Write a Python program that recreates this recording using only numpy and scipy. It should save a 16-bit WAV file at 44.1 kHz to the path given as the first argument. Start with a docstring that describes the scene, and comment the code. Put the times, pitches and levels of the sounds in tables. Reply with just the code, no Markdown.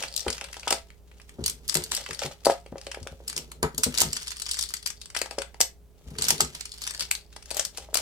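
"""Magnetic tile tower

Plastic magnetic tiles are pulled off a pile on a table and snapped onto a tower on a hand-held base plate.
Edges clack as noise bursts through tile resonances; loose magnets rattle as random taps in ringing pockets.
Sliding is clumped grains; the plate knocks in decaying sines; the table thuds as noise through its modes.
A small, fairly dry room adds a diffuse tail, air noise, faint mains hum and rumble; two close microphones."""
import sys
import numpy as np
from scipy import signal
from scipy.fft import rfft, irfft, next_fast_len
from scipy.io import wavfile
from scipy.ndimage import uniform_filter1d

SR = 44100
rng = np.random.default_rng(int(sys.argv[2]) if len(sys.argv) > 2 else 0)


def transcribe(signal):
    """Save signal, clipped to [-1, 1], as a 16-bit WAV file at the path in sys.argv[1]."""
    frames = np.atleast_2d(signal).T
    limited = np.clip(frames, -1, 1)
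    pcm = np.round(limited * 32767).astype(np.int16)
    wavfile.write(sys.argv[1], SR, pcm)


N = 353417

# Event and mode levels are before the layer gain.
# tile edges clacking: t/s, level/dB, body re level/dB, top re level/dB, left minus right/dB
CLACKS = [(0.0242, -30, -1.5, -15.5, 3), (.036, -32, 3.5, -11, 0), (0.1633, -23.5, -29, -1, 9.5),
          (0.1761, -26, -17.5, -19, 4), (.205, -32.5, -31, -15, 9), (0.2809, -28, 3.5, -22, 2.5),
          (0.3018, -27, -9, -19, 6), (.3266, -29, -21, -20, 1), (.38, -38, 0, -20, 4),
          (0.411, -34.5, 3, -19, 1), (.4438, -39.5, 2, -10, 3), (0.486, -50.5, 7.5, -12, 2),
          (0.542, -42, 2.5, -6, 1), (0.567, -39.5, -5, -16, 5), (0.5953, -40, -8, -22, 4),
          (0.6304, -43, 5, -22, 4), (0.6772, -24.5, -0.5, -20, 4), (0.7058, -17.5, -6.5, -2, 4),
          (0.7242, -18, -5.5, -11, 2.5), (0.902, -53, 6, -18, 3), (1.114, -60.5, 9.5, -15, 3),
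          (1.1989, -55, 8, -17, 0), (1.292, -46, 0, -4, 2), (1.4396, -28.5, -11, -13, 1),
          (1.4605, -17.5, -16, 0.5, 2), (1.479, -23, -11, -3, 0), (1.4962, -24.5, -17, 2, 2.5),
          (1.679, -30, -32, 5, 3), (1.6884, -27, -11.5, 0, -1), (1.7424, -25, -19, 1, 15),
          (1.7522, -16.5, -8, -2, 0), (1.7687, -22.5, -9, 0.5, 3), (1.8374, -27.5, -20, 0, 2),
          (1.917, -22.5, -5.5, -6, 4.5), (1.949, -23, -30, -2, 3), (1.9642, -26, -25, -15, 5),
          (2.062, -38.5, 6.5, -21, 1), (2.1077, -33.5, 2.5, -20, 3.5), (2.13, -34.5, -5, -25, 5.5),
          (2.1913, -29.5, -7.5, -21, 7), (2.2174, -36.5, 3.5, -7, -5), (2.234, -31, 0.5, -21, 3),
          (2.45, -25.5, -10, -7, 5.5), (2.4563, -23, -15, -5, 11), (2.469, -28.5, -8, -9, 1),
          (2.4984, -31.5, -1, -5, 5), (2.661, -51.5, 4, -32, 3), (2.781, -43, -2.5, -18, 4),
          (2.813, -42, -4, -25, 3), (2.8665, -36.5, 0.5, -20, 2.5), (2.915, -33.5, 0.5, -18, 3.5),
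          (2.9448, -39, 4.5, -19, 1), (3.029, -43, -11, -20, 5), (3.0715, -38, 3.5, -19, 2),
          (3.278, -26, -16, -2, 4), (3.2977, -29.5, -9.5, -9, 2), (3.3272, -36, -3.5, -7, 3),
          (3.3635, -26.5, -14, -11, 4), (3.3769, -25, -8, -1, -0.5), (3.5164, -36.5, -5, -2, 1.5),
          (3.629, -22, -8.5, -1, 0), (3.746, -41.5, -12, -1, 2), (3.779, -21, -16, 2, 4),
          (3.8339, -14.5, -10.5, -2, -0.5), (3.839, -16, -25, -3, 4.5), (3.975, -23, -20, -15, 10),
          (3.9841, -18.5, -12, -1, 1), (4.0035, -18, -31, 1, -11), (4.0108, -20, -16, -5, 4),
          (4.0162, -13.5, -17.5, 0, 5), (4.1296, -22, -15, -4, 3), (4.1668, -27, -6, -18, 2),
          (4.229, -36.5, -27, -8, 3), (4.271, -35, -8, -17, 6), (4.2787, -29, -9, -19, 1),
          (4.3051, -32, -9, -6, 5), (4.3678, -37, -6.5, -12, 3), (4.419, -27.5, -13, -10, 6.5),
          (4.463, -31, -5, -19, 4.5), (4.4897, -29, -9, -18, 2), (4.5122, -22.5, -17, -10, 4.5),
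          (4.5342, -31, -16, -8, 2), (4.5892, -23, -12.5, -13, 6), (4.61, -27.5, -22, -17, 10),
          (4.6255, -23.5, -15.5, -8, 3), (4.689, -35, -20, -5, 9), (4.738, -24, -10, -2.5, 4),
          (4.7662, -35, -14, -23, 5), (4.827, -41, -9, -17, 6), (4.8604, -24, -10, -12, 9.5),
          (4.873, -28.5, -8, 0, -8), (4.9019, -32, -7.5, -14, 8), (5.0143, -37.5, -11, -17, 7.5),
          (5.057, -39, -11, -11, 3), (5.101, -41.5, -5, -23, 1), (5.1476, -31, 1, -13, 7.5),
          (5.164, -29, 2, -9, 9), (5.1706, -26, -21, -20, 0), (5.188, -34, -19, -4, 11),
          (5.2153, -23, -4, -4, 6), (5.258, -39.5, -0.5, -21, 4), (5.309, -36, -3.5, -26, 7),
          (5.385, -29, -3.5, -23, 6.5), (5.418, -30.5, -0.5, -8, 5), (5.543, -50.5, 3.5, -23, 5),
          (5.6037, -19, -9.5, -1, 9), (5.6116, -11.5, -12.5, -0.5, 1), (6.104, -49.5, -9, 1.5, 2),
          (6.1526, -55, 9, -8, 0), (6.1846, -26, -8, -7, 1), (6.221, -19, -15, -7, 1),
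          (6.25, -29.5, -25, -12, 11), (6.2837, -15.5, -12.5, 0, 0), (6.3042, -13, -9.5, -3, 2),
          (6.405, -12.5, -8.5, -4, 1.5), (6.5492, -34.5, -6.5, -21, 0), (6.6542, -33, -8, -12, 4.5),
          (6.718, -36, -25, -17, 3), (6.781, -43, -7, -11, -1), (6.818, -32, -9.5, 1, 4),
          (6.8376, -32.5, -12, -20, 1), (6.8665, -31, -5, -11, -2), (6.874, -27, -7.5, -22, 5.5),
          (6.9067, -35.5, -4, -21, 5), (6.9468, -34, -4.5, -28, 3), (6.9949, -29.5, -9, -20, 5),
          (7.0064, -25, -9, -20, 6), (7.0225, -37, -18, -17, 9), (7.1118, -15.5, -7.5, 2, 4),
          (7.1508, -29, -9, -15, 5), (7.327, -53, -1, -21, 6), (7.3625, -39, -5, -19, 4),
          (7.4248, -45, -5.5, -14, 4), (7.457, -44.5, -8, -21, 5), (7.505, -31.5, -6, 0, 2),
          (7.5107, -31, -13, -10, 13), (7.5448, -34, -19, -1, 12), (7.568, -27, -17, 4.5, 9.5),
          (7.5948, -19, -8.5, -7, 6), (7.65, -24.5, -16, -3, 5.5), (7.7725, -32, -8, -3.5, 7),
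          (7.9423, -18, -11.5, 2.5, 5.5), (7.9537, -22.5, -7, -20, 8.5), (7.9704, -18.5, -11.5, -3, 3)]
# blows that reach the base plate: t/s, level/dB, pitch of struck spot f/Hz
PLATE_BLOWS = [(0.0369, -39, 675), (.2668, -30.5, 623), (0.4163, -38.5, 830), (.568, -39, 850),
               (0.6736, -26, 915), (0.7109, -26, 750), (0.7251, -22, 795), (1.3969, -40.5, 447),
               (1.7706, -34.5, 458), (1.9167, -46, 690), (2.092, -40, 530), (2.238, -43, 543),
               (2.258, -37, 596), (2.4575, -26, 730), (2.4675, -11, 624), (2.4979, -15, 720),
               (2.6618, -44.5, 533), (2.726, -37.5, 552), (2.757, -33, 545), (2.8693, -36, 560),
               (2.944, -42.5, 850), (2.9723, -35, 543), (3.0665, -37.5, 520), (3.127, -46.5, 520),
               (3.203, -44.5, 520), (3.863, -44, 450), (4.0171, -26.5, 880), (5.1641, -32, 900),
               (5.2164, -30, 580), (5.2594, -39.5, 866), (5.3119, -36.5, 820), (5.3825, -27, 515),
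               (5.545, -45, 840), (5.6054, -26.5, 715), (6.2228, -41, 890), (6.3069, -28, 940),
               (6.404, -25.5, 950), (7.3642, -42, 836), (7.513, -35.5, 634), (7.5674, -36, 724),
               (7.596, -36, 680), (7.7824, -37.5, 739), (7.888, -43, 650), (7.9304, -40.5, 608),
               (7.954, -32, 690), (7.9803, -39.5, 666)]
# hand and tiles bumping the table: t/s, level/dB, contact softness as cut-off f/Hz, jostling t60/s
TABLE_BUMPS = [(.264, -23.5, 614, 0.11), (1.385, -28.5, 276, 0.32), (1.755, -27, 500, 0.22),
               (2.098, -36.5, 403, 0.12), (2.245, -32, 402, 0.13), (2.499, -31.5, 400, .017),
               (2.722, -26, 300, 0.028), (3.01, -13.5, 55, 0.075), (3.115, -32, 120, .1),
               (3.361, -39.5, 504, 0.29), (3.628, -21, 1570, 0.12), (3.741, -31, 197, .086),
               (3.78, -30, 400, 0.13), (3.861, -22.5, 349, 0.14), (4.014, -27.5, 450, 0.11),
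               (4.049, -31.5, 270, 0.32), (6.063, -26, 99, .07), (6.112, -31, 220, 0.076),
               (6.188, -25.5, 253.3, 0.055), (6.319, -26.5, 350, 0.1), (6.415, -25.5, 353, 0.12)]
# base plate modes, before detuning and grip: f/Hz, level/dB, free t60/s
PLATE_MODES = [(400, -34, .08), (430, -16.5, 0.11), (539.2, -6.5, 0.14), (584, -19, 0.028),
               (683, -20, 0.35), (740, -18.5, .05), (786, -15.5, 0.1), (920, -19.5, 0.16),
               (1090, -22, 0.054), (1280, -6.5, 0.12), (1390, -23.5, 0.14)]
# table modes: f/Hz, width/Hz, level/dB
TABLE_MODES = [(55.6, 34.6, 4.5), (143, 78, -4.5), (242, 29, -6.5), (392.5, 160, -3), (520, 26, -17.5),
               (850, 370, -7.5), (1280, 150, -5)]
# tile resonances, before detuning: f/Hz, width/Hz, level/dB
TILE_MODES = [(3550, 340, 1.5), (5040, 1200, 11), (7170, 1800, 4), (8740, 2100, 9.5)]
# a magnet's pocket in the plastic: f/Hz, width/Hz, relative level/dB
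POCKET_MODES = [(3800, 550, -12), (4620, 220, 1.5), (5160, 440, -1.5), (7030, 400, -7.5), (8100, 430, -9)]
# relative spectrum of the sliding: f/Hz, level/dB
SLIDE_SPECTRUM = [(250, -9), (600, -10.5), (1300, -10), (3200, -4.5), (4800, -6.5), (6600, -6),
                  (9000, -11.5), (14500, -16.5), (16500, -36.5)]
# relative spectrum of the room air: f/Hz, level/dB
AIR_SPECTRUM = [(15, -15.5), (30, -15), (58, 3.5), (85, -5.5), (170, -15.5), (280, -18.5), (420, -24),
                (560, -21.5), (1500, -35.5), (5000, -39), (15000, -39.5)]
# mains hum: f/Hz, rms before panning/dB
HUM = [(59.2, -53.5), (172.3, -69), (414.5, -68.5)]
# room tail: f/Hz, t60/s, relative level/dB
ROOM_TAIL = [(198, 0.078, -5.5), (700, 0.19, -7), (1800, 0.22, -6), (6050, 0.14, -4), (10100, 0.29, -22.5),
             (14200, 0.14, -5.5)]
# the hand damps the plate as it leans on the tower: t/s, share of the free ring time
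GRIP = [(0, 0.81), (2.4, 0.61), (3.2, 1), (5.2, 0.79), (7.3, 0.25)]
# the hand fetches a tile: reaches pile t/s, lifts tile t/s, arrives at tower t/s, drag on table/dB
TRIPS = [(1.33, 1.945, 2, -55.5), (3.25, 4.103, 5.0, -54.5), (6.133, 6.467, 7.05, -46)]
# strokes of plastic on plastic: peak t/s, level/dB, swell time/s
SLIDES = [(.01, -27.5, .08), (.33, -40, .5), (.72, -29, .09), (1.18, -55, .2), (1.45, -46.5, .2),
          (1.77, -30, .11), (1.96, -28.5, .1), (2.11, -44, .15), (2.25, -30.5, .09), (2.5, -34, .09),
          (2.98, -51, .55), (3.36, -46, .25), (3.87, -37, .12), (4.01, -19, .08), (4.2, -41.5, .4),
          (4.6, -40.5, .3), (5.33, -48.5, .35), (6.3, -26, .16), (6.57, -38, .14), (6.88, -41, 0.36),
          (7.02, -34, .08), (7.36, -53, .15), (7.58, -28.5, .08), (7.8, -42, .14), (8.0, -29, .07)]
# jolts of the carried tile that shake its magnets: peak t/s, level/dB, swell time/s
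SHAKES = [(.17, -35.5, .13), (2.0, -46, .3), (4.13, -42, .25), (4.53, -35.5, .27), (5.01, -53, .12),
          (6.87, -41, .35), (7.015, -31.5, .05)]

# chance touches: level re the (capped) motion; all four values share one spread
TOUCH_DB, TOUCH_BODY_DB, TOUCH_TOP_DB, TOUCH_LEFT_DB = 6, -9.5, -11.5, 2.5
TOUCH_SPREAD_DB = 5
REACH_S = 0.16  # the hand's way between pile and tower
PILE_LAG_SAMPLES, TOWER_LAG_SAMPLES = 8.3, 1.5  # of the left microphone
DRAG_FADE_DB_PER_S = 161  # before and after a pick
RESTING_DRAG_DB = -67.5  # arms resting on the table
SWELL_DB, EASE_DB = 20, 21  # gain in one swell time before the peak, loss in one after it
RUB_DB = -10  # plate groan re the stroke levels in SLIDES
CUTOFF_HZ = 16600


def tiles(level_db=1.08, body_gain_db=-2.0, top_gain_db=-5.5, broad_db=-9, detune=0.079,
          dull_top_db=-9, tilt=1.0, frame_width_hz=700, frame_db=1):
    """Hard contacts excite each tile's shell modes and a bending frame, panned per clack."""
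    lead_s = .005
    s, db, body_db, top_db, pan_db = np.vstack([CLACKS, touches()]).T
    crack = cracks(len(s), lead_s)
    shell, body = from_db(broad_db) * crack, crack.copy()
    shifts = np.exp(detune * rng.standard_normal((len(s), len(TILE_MODES))))
    for k, shift in enumerate(shifts):
        # soft contacts favour the low resonances, sharp ones the high; the grip shifts each
        sharpness_db = tilt * np.clip(top_db[k] - dull_top_db, -10, 10)
        for (hz, width_hz, mode_db), factor in zip(TILE_MODES, shift):
            gain = from_db(mode_db + sharpness_db * np.log2(hz / 6000))
            shell[k] += gain * resonance(crack[k], hz * factor, width_hz)
        # the open frame bends at a pitch that depends on where it is held
        frame_hz = rng.uniform(1700, 3320)
        body[k] += from_db(frame_db) * resonance(crack[k], frame_hz, frame_width_hz)
    parts = [(filtered(shell, [3300, 10200], "band"), db),
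             (filtered(body, [950, 3000], "band"), db + body_db + body_gain_db),
             (filtered(crack, [8600, 12300], "band"), db + top_db + top_gain_db)]
    clacks = 0
    for part, part_db in parts:
        # level = energy spread over 5 ms
        strength = np.sqrt(np.sum(part ** 2, axis=2, keepdims=True) / (.005 * SR))
        clacks = clacks + from_db(part_db)[:, None, None] * part / strength
    out = np.zeros((2, N))
    for at_s, clack, left_right_db in zip(s, clacks, pan_db):
        add(out, at_s - lead_s, from_db(level_db) * pan(left_right_db / 2) * clack)
    return out


def touches(count=70, busy_cap_db=-42):
    """Light clacks at random, likelier and stronger with more motion; rows as in CLACKS."""
    busy_db = np.minimum(np.maximum(movement_db(SLIDES), movement_db(SHAKES)), busy_cap_db)
    chance = np.cumsum(from_db(busy_db))
    at = np.minimum(np.searchsorted(chance / chance[-1], rng.random(count)), N - 1)
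    means_db = np.array([TOUCH_DB, TOUCH_BODY_DB, TOUCH_TOP_DB, TOUCH_LEFT_DB])
    rows = means_db + TOUCH_SPREAD_DB * rng.standard_normal((count, 4))
    return np.column_stack([at / SR, busy_db[at] + rows[:, 0], rows[:, 1:]])


def cracks(count, lead_s, crack_t60_s=.019, ring_t60_s=.07, ring_db=-21, rise_s=.0006,
           vary_db=2.2, touch_db=-23, apart=.9, grain_db=3):
    """Noise as dense plastic modes: light touch, crack, weak ring; contacts x channels x samples."""
    t = np.arange(SR // 16) / SR - lead_s
    after = np.maximum(t, 0)
    length, slowness = from_db(vary_db * rng.standard_normal((count, 2))).T[:, :, None]
    envelope = decay(after, crack_t60_s * length) + from_db(ring_db) * decay(after, ring_t60_s)
    envelope = envelope * (1 - np.exp(-after / (rise_s * slowness)))
    envelope = envelope + from_db(touch_db) * np.maximum(1 - abs(t) / lead_s, 0)
    # the edges chatter as the magnets pull them home
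    chatter = rms_one(uniform_filter1d(rng.standard_normal(envelope.shape), size=32))
    envelope = envelope * from_db(grain_db * chatter)
    # a tile radiates differently towards each microphone
    noise = rng.standard_normal((count, 3, len(t)))
    return envelope[:, None] * (noise[:, :1] + apart * noise[:, 1:])


def magnets(level_db=-2, taps_per_s=140, size_db=1.0, apart=0.52, left_db=2):
    """Each magnet chatters against its pocket and sets the plastic ringing."""
    taps = impulses(taps_per_s, size_db) * stereo_noise(apart) + 1e-18
    rings = sum(from_db(db) * resonance(taps, hz, width_hz) for hz, width_hz, db in POCKET_MODES)
    return from_db(movement_db(SHAKES) + level_db) * pan(left_db) * rms_one(rings)


def sliding(level_db=-6, grain_db=3, slips_per_s=3000, stick_db=5, apart=0.84, left_db=1.0):
    """Plastic rubs on plastic: tiny slips in clumps, with sticking in between."""
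    unevenness = rms_one(filtered(rng.standard_normal(N), 47, "low"))
    clumps = from_db(stick_db * np.clip(unevenness, -2, 2))
    grains = clumps * impulses(slips_per_s, grain_db) * stereo_noise(apart)
    return from_db(movement_db(SLIDES) + level_db) * pan(left_db) * coloured(grains, SLIDE_SPECTRUM)


def plate(level_db=4.5, soft_hz=2200):
    """The wide base plate answers with a hollow knock that changes with the point of contact."""
    out = np.zeros(N)
    for s, db, hz in PLATE_BLOWS:
        free = np.interp(s, *np.transpose(GRIP))
        add(out, s, from_db(db + level_db) * knock(hz, free))
    return filtered(out, [290, soft_hz], "band")


def knock(hz, free, spread_db=2, reach_octaves=0.54, detune=0.017, flex_t60_s=0.013, flex_db=2,
          judder_db=-7, judder_t60_s=.055):
    """The struck spot flexes briefly, plate modes near its pitch ring on and the tower judders."""
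    t = np.arange(SR // 7) / SR
    mode_hz, db, t60_s = np.transpose(PLATE_MODES)[:, :, None]
    # a firmer grip shifts the modes further and shortens them
    mode_hz = mode_hz * np.exp(detune / free ** 2 * rng.uniform(-1, 1, db.shape))
    nearness = 1 / (1 + (np.log2(mode_hz / hz) / reach_octaves) ** 4)
    strength = from_db(db + spread_db * rng.standard_normal(db.shape)) * nearness
    modes = strength * decay(t, t60_s * free) * np.sin(2 * np.pi * mode_hz * t)
    flex = from_db(flex_db) * decay(t, flex_t60_s) * np.sin(2 * np.pi * hz * t)
    rattle = filtered(rng.standard_normal(len(t)), [.75 * hz, 2.8 * hz], "band")
    judder = from_db(judder_db) * decay(t, judder_t60_s) * rattle
    return flex + judder + np.sum(modes, axis=0)


def plate_rub(slips_per_s=120, size_db=4, width_hz=90):
    """Fingers pressing on the tower slip in tiny steps and make the base plate groan softly."""
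    slips = impulses(slips_per_s, size_db) * rng.standard_normal(N) + 1e-18
    groan = np.zeros(N)
    for k, (hz, db, _) in enumerate(PLATE_MODES):
        groan += (-1) ** k * from_db(db) * resonance(slips, hz, width_hz)
    groan = rms_one(filtered(groan, [520, 880], "band"))
    return from_db(movement_db(SLIDES) + RUB_DB) * (1 - near_pile()) * groan


def table(level_db=19.5, drag_hz=380, rise_s=0.00047):
    """Jostling tiles push unevenly on the table top; soft touches wake only its low modes."""
    t = np.arange(SR // 4) / SR
    force = from_db(drag_db()) * filtered(rng.standard_normal(N), drag_hz, "low")
    for s, db, soft_hz, t60_s in TABLE_BUMPS:
        push = rng.standard_normal(len(t)) * decay(t, t60_s) * (1 - np.exp(-t / rise_s))
        add(force, s, from_db(db) * filtered(push, soft_hz, "low"))
    modes = sum(from_db(db + level_db) * resonance(force, hz, width_hz)
                for hz, width_hz, db in TABLE_MODES)
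    return filtered(modes, 81, "high")


def drag_db():
    """The table rumbles for as long as the hand works a tile loose from the pile."""
    t = np.arange(N) / SR
    picks = [db - DRAG_FADE_DB_PER_S * abs(t - np.clip(t, reach, lift))
             for reach, lift, _, db in TRIPS]
    return np.maximum(np.max(picks, axis=0), RESTING_DRAG_DB)


def movement_db(strokes):
    """Each movement swells to its peak and eases off; the strongest one leads."""
    t = np.arange(N) / SR
    level_db = np.full(N, -120.0)
    for s, db, swell_s in strokes:
        fall_db = np.maximum(SWELL_DB * (s - t), EASE_DB * (t - s)) / swell_s
        level_db = np.maximum(level_db, db - fall_db)
    return level_db


def near_pile():
    """Where the hand is: 1 over the pile, 0 at the tower."""
    return sum(in_time([(reach - REACH_S, 0), (reach, 1), (arrive - REACH_S, 1), (arrive, 0)])
               for reach, _, arrive, _ in TRIPS)


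def at_microphones(x):
    """Sound reaches the left microphone a little later, more so from the pile."""
    lag = TOWER_LAG_SAMPLES + (PILE_LAG_SAMPLES - TOWER_LAG_SAMPLES) * near_pile()
    source = np.arange(N) - np.round(lag).astype(int)
    return np.array([x[0, np.clip(source, 0, N - 1)], x[1]])


def room(x, build_s=0.0011):
    """A diffuse tail that dies band by band and is alike on both sides in the bass."""
    t = np.arange(SR // 2) / SR
    hz, t60_s, db = np.transpose(ROOM_TAIL)
    edges_hz, tail = np.geomspace(100, 18000, num=9), 0
    for low, high in zip(edges_hz, edges_hz[1:]):
        centre_hz = np.sqrt(low * high)
        band_t60_s = np.interp(np.log(centre_hz), np.log(hz), t60_s)
        band_db = np.interp(np.log(centre_hz), np.log(hz), db)
        envelope = decay(t, band_t60_s) * (1 - np.exp(-t / build_s)) ** 2
        envelope = envelope / np.linalg.norm(envelope)
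        alike = 1 / (1 + (centre_hz / 800) ** 2)
        noise = np.sqrt(alike) * rng.standard_normal(len(t))
        noise = noise + np.sqrt(1 - alike) * rng.standard_normal((2, len(t)))
        tail = tail + from_db(band_db) * filtered(noise * envelope, [low, high], "band")
    return signal.fftconvolve(x, tail, axes=1)[:, :N]


def background(air_db=-56.5, apart=1.0, hum_left_db=-2.0, rumble_db=-62, rumble_hz=45):
    """Coloured noise as room air, steady sines as appliance hum, faint low rumble on the right."""
    t = np.arange(N) / SR
    hum = sum(from_db(db) * np.sqrt(2) * np.sin(2 * np.pi * (hz * t + rng.random())) for hz, db in HUM)
    air = from_db(air_db) * coloured(stereo_noise(apart), AIR_SPECTRUM)
    rumble = rms_one(filtered(rng.standard_normal(N), [15, rumble_hz], "band"))
    return hum * pan(hum_left_db) + air + np.array([np.zeros(N), from_db(rumble_db) * rumble])


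def from_db(db):
    """Amplitude factor of a level."""
    return 10 ** (np.asarray(db) / 20)


def pan(left_db):
    """Gains that raise the left and lower the right by the same dB."""
    return from_db([[left_db], [-left_db]])


def rms_one(x):
    """Scale to rms 1."""
    return x / np.sqrt(np.mean(x ** 2) + 1e-20)


def in_time(rows):
    """Straight lines through (t/s, value)."""
    return np.interp(np.arange(N) / SR, *np.transpose(rows))


def impulses(per_s, size_db):
    """Sparse random impulses of uneven size."""
    hits = rng.random(N) < per_s / SR
    return hits * from_db(size_db * np.minimum(rng.exponential(1, N), 3))


def stereo_noise(apart):
    """Noise common to both sides plus a separate share for each."""
    return rng.standard_normal(N) + apart * rng.standard_normal((2, N))


def filtered(x, hz, kind, order=2):
    """Butterworth filter."""
    sos = signal.butter(order, np.clip(hz, 10, .45 * SR), kind, fs=SR, output="sos")
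    return signal.sosfilt(sos, x)


def decay(t, t60_s):
    """Exponential fall of 60 dB in t60."""
    return np.exp(-np.log(1000) * t / t60_s)


def add(out, s, sound):
    """Mix a sound in at a time."""
    at = max(round(s * SR), 0)
    out[..., at:at + sound.shape[-1]] += sound[..., :max(N - at, 0)]


def coloured(x, spectrum):
    """Give a noise a spectrum; rms 1."""
    hz, db = np.transpose(spectrum)
    size = next_fast_len(N)
    bins_hz = np.fft.rfftfreq(size, 1 / SR)
    gain = from_db(np.interp(np.log(bins_hz + 1), np.log(hz), db))
    return rms_one(irfft(rfft(x, size) * gain, size)[..., :N])


def resonance(x, hz, width_hz):
    """Two-pole resonator."""
    r = np.exp(-np.pi * width_hz / SR)
    feedback = [1, -2 * r * np.cos(2 * np.pi * hz / SR), r * r]
    return signal.lfilter(np.array([1, 0, -1]) * (1 - r * r) / 2, feedback, x)


def scene(plate_left_db=0.8, table_left_db=1.54):
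    """Tiles, magnets, plate and table sound together in the room."""
    bodies = (plate() + plate_rub()) * pan(plate_left_db) + table() * pan(table_left_db)
    direct = at_microphones(tiles() + magnets() + sliding() + bodies)
    return direct + room(direct) + background()


def record(dry):
    """Peaks clip at full scale, then a steep low-pass cuts the top."""
    lowpass = signal.ellip(10, .2, 80, CUTOFF_HZ, fs=SR, output="sos")
    return signal.sosfilt(lowpass, np.clip(dry, -1, 1))


dry = scene()
out = record(dry)
transcribe(out)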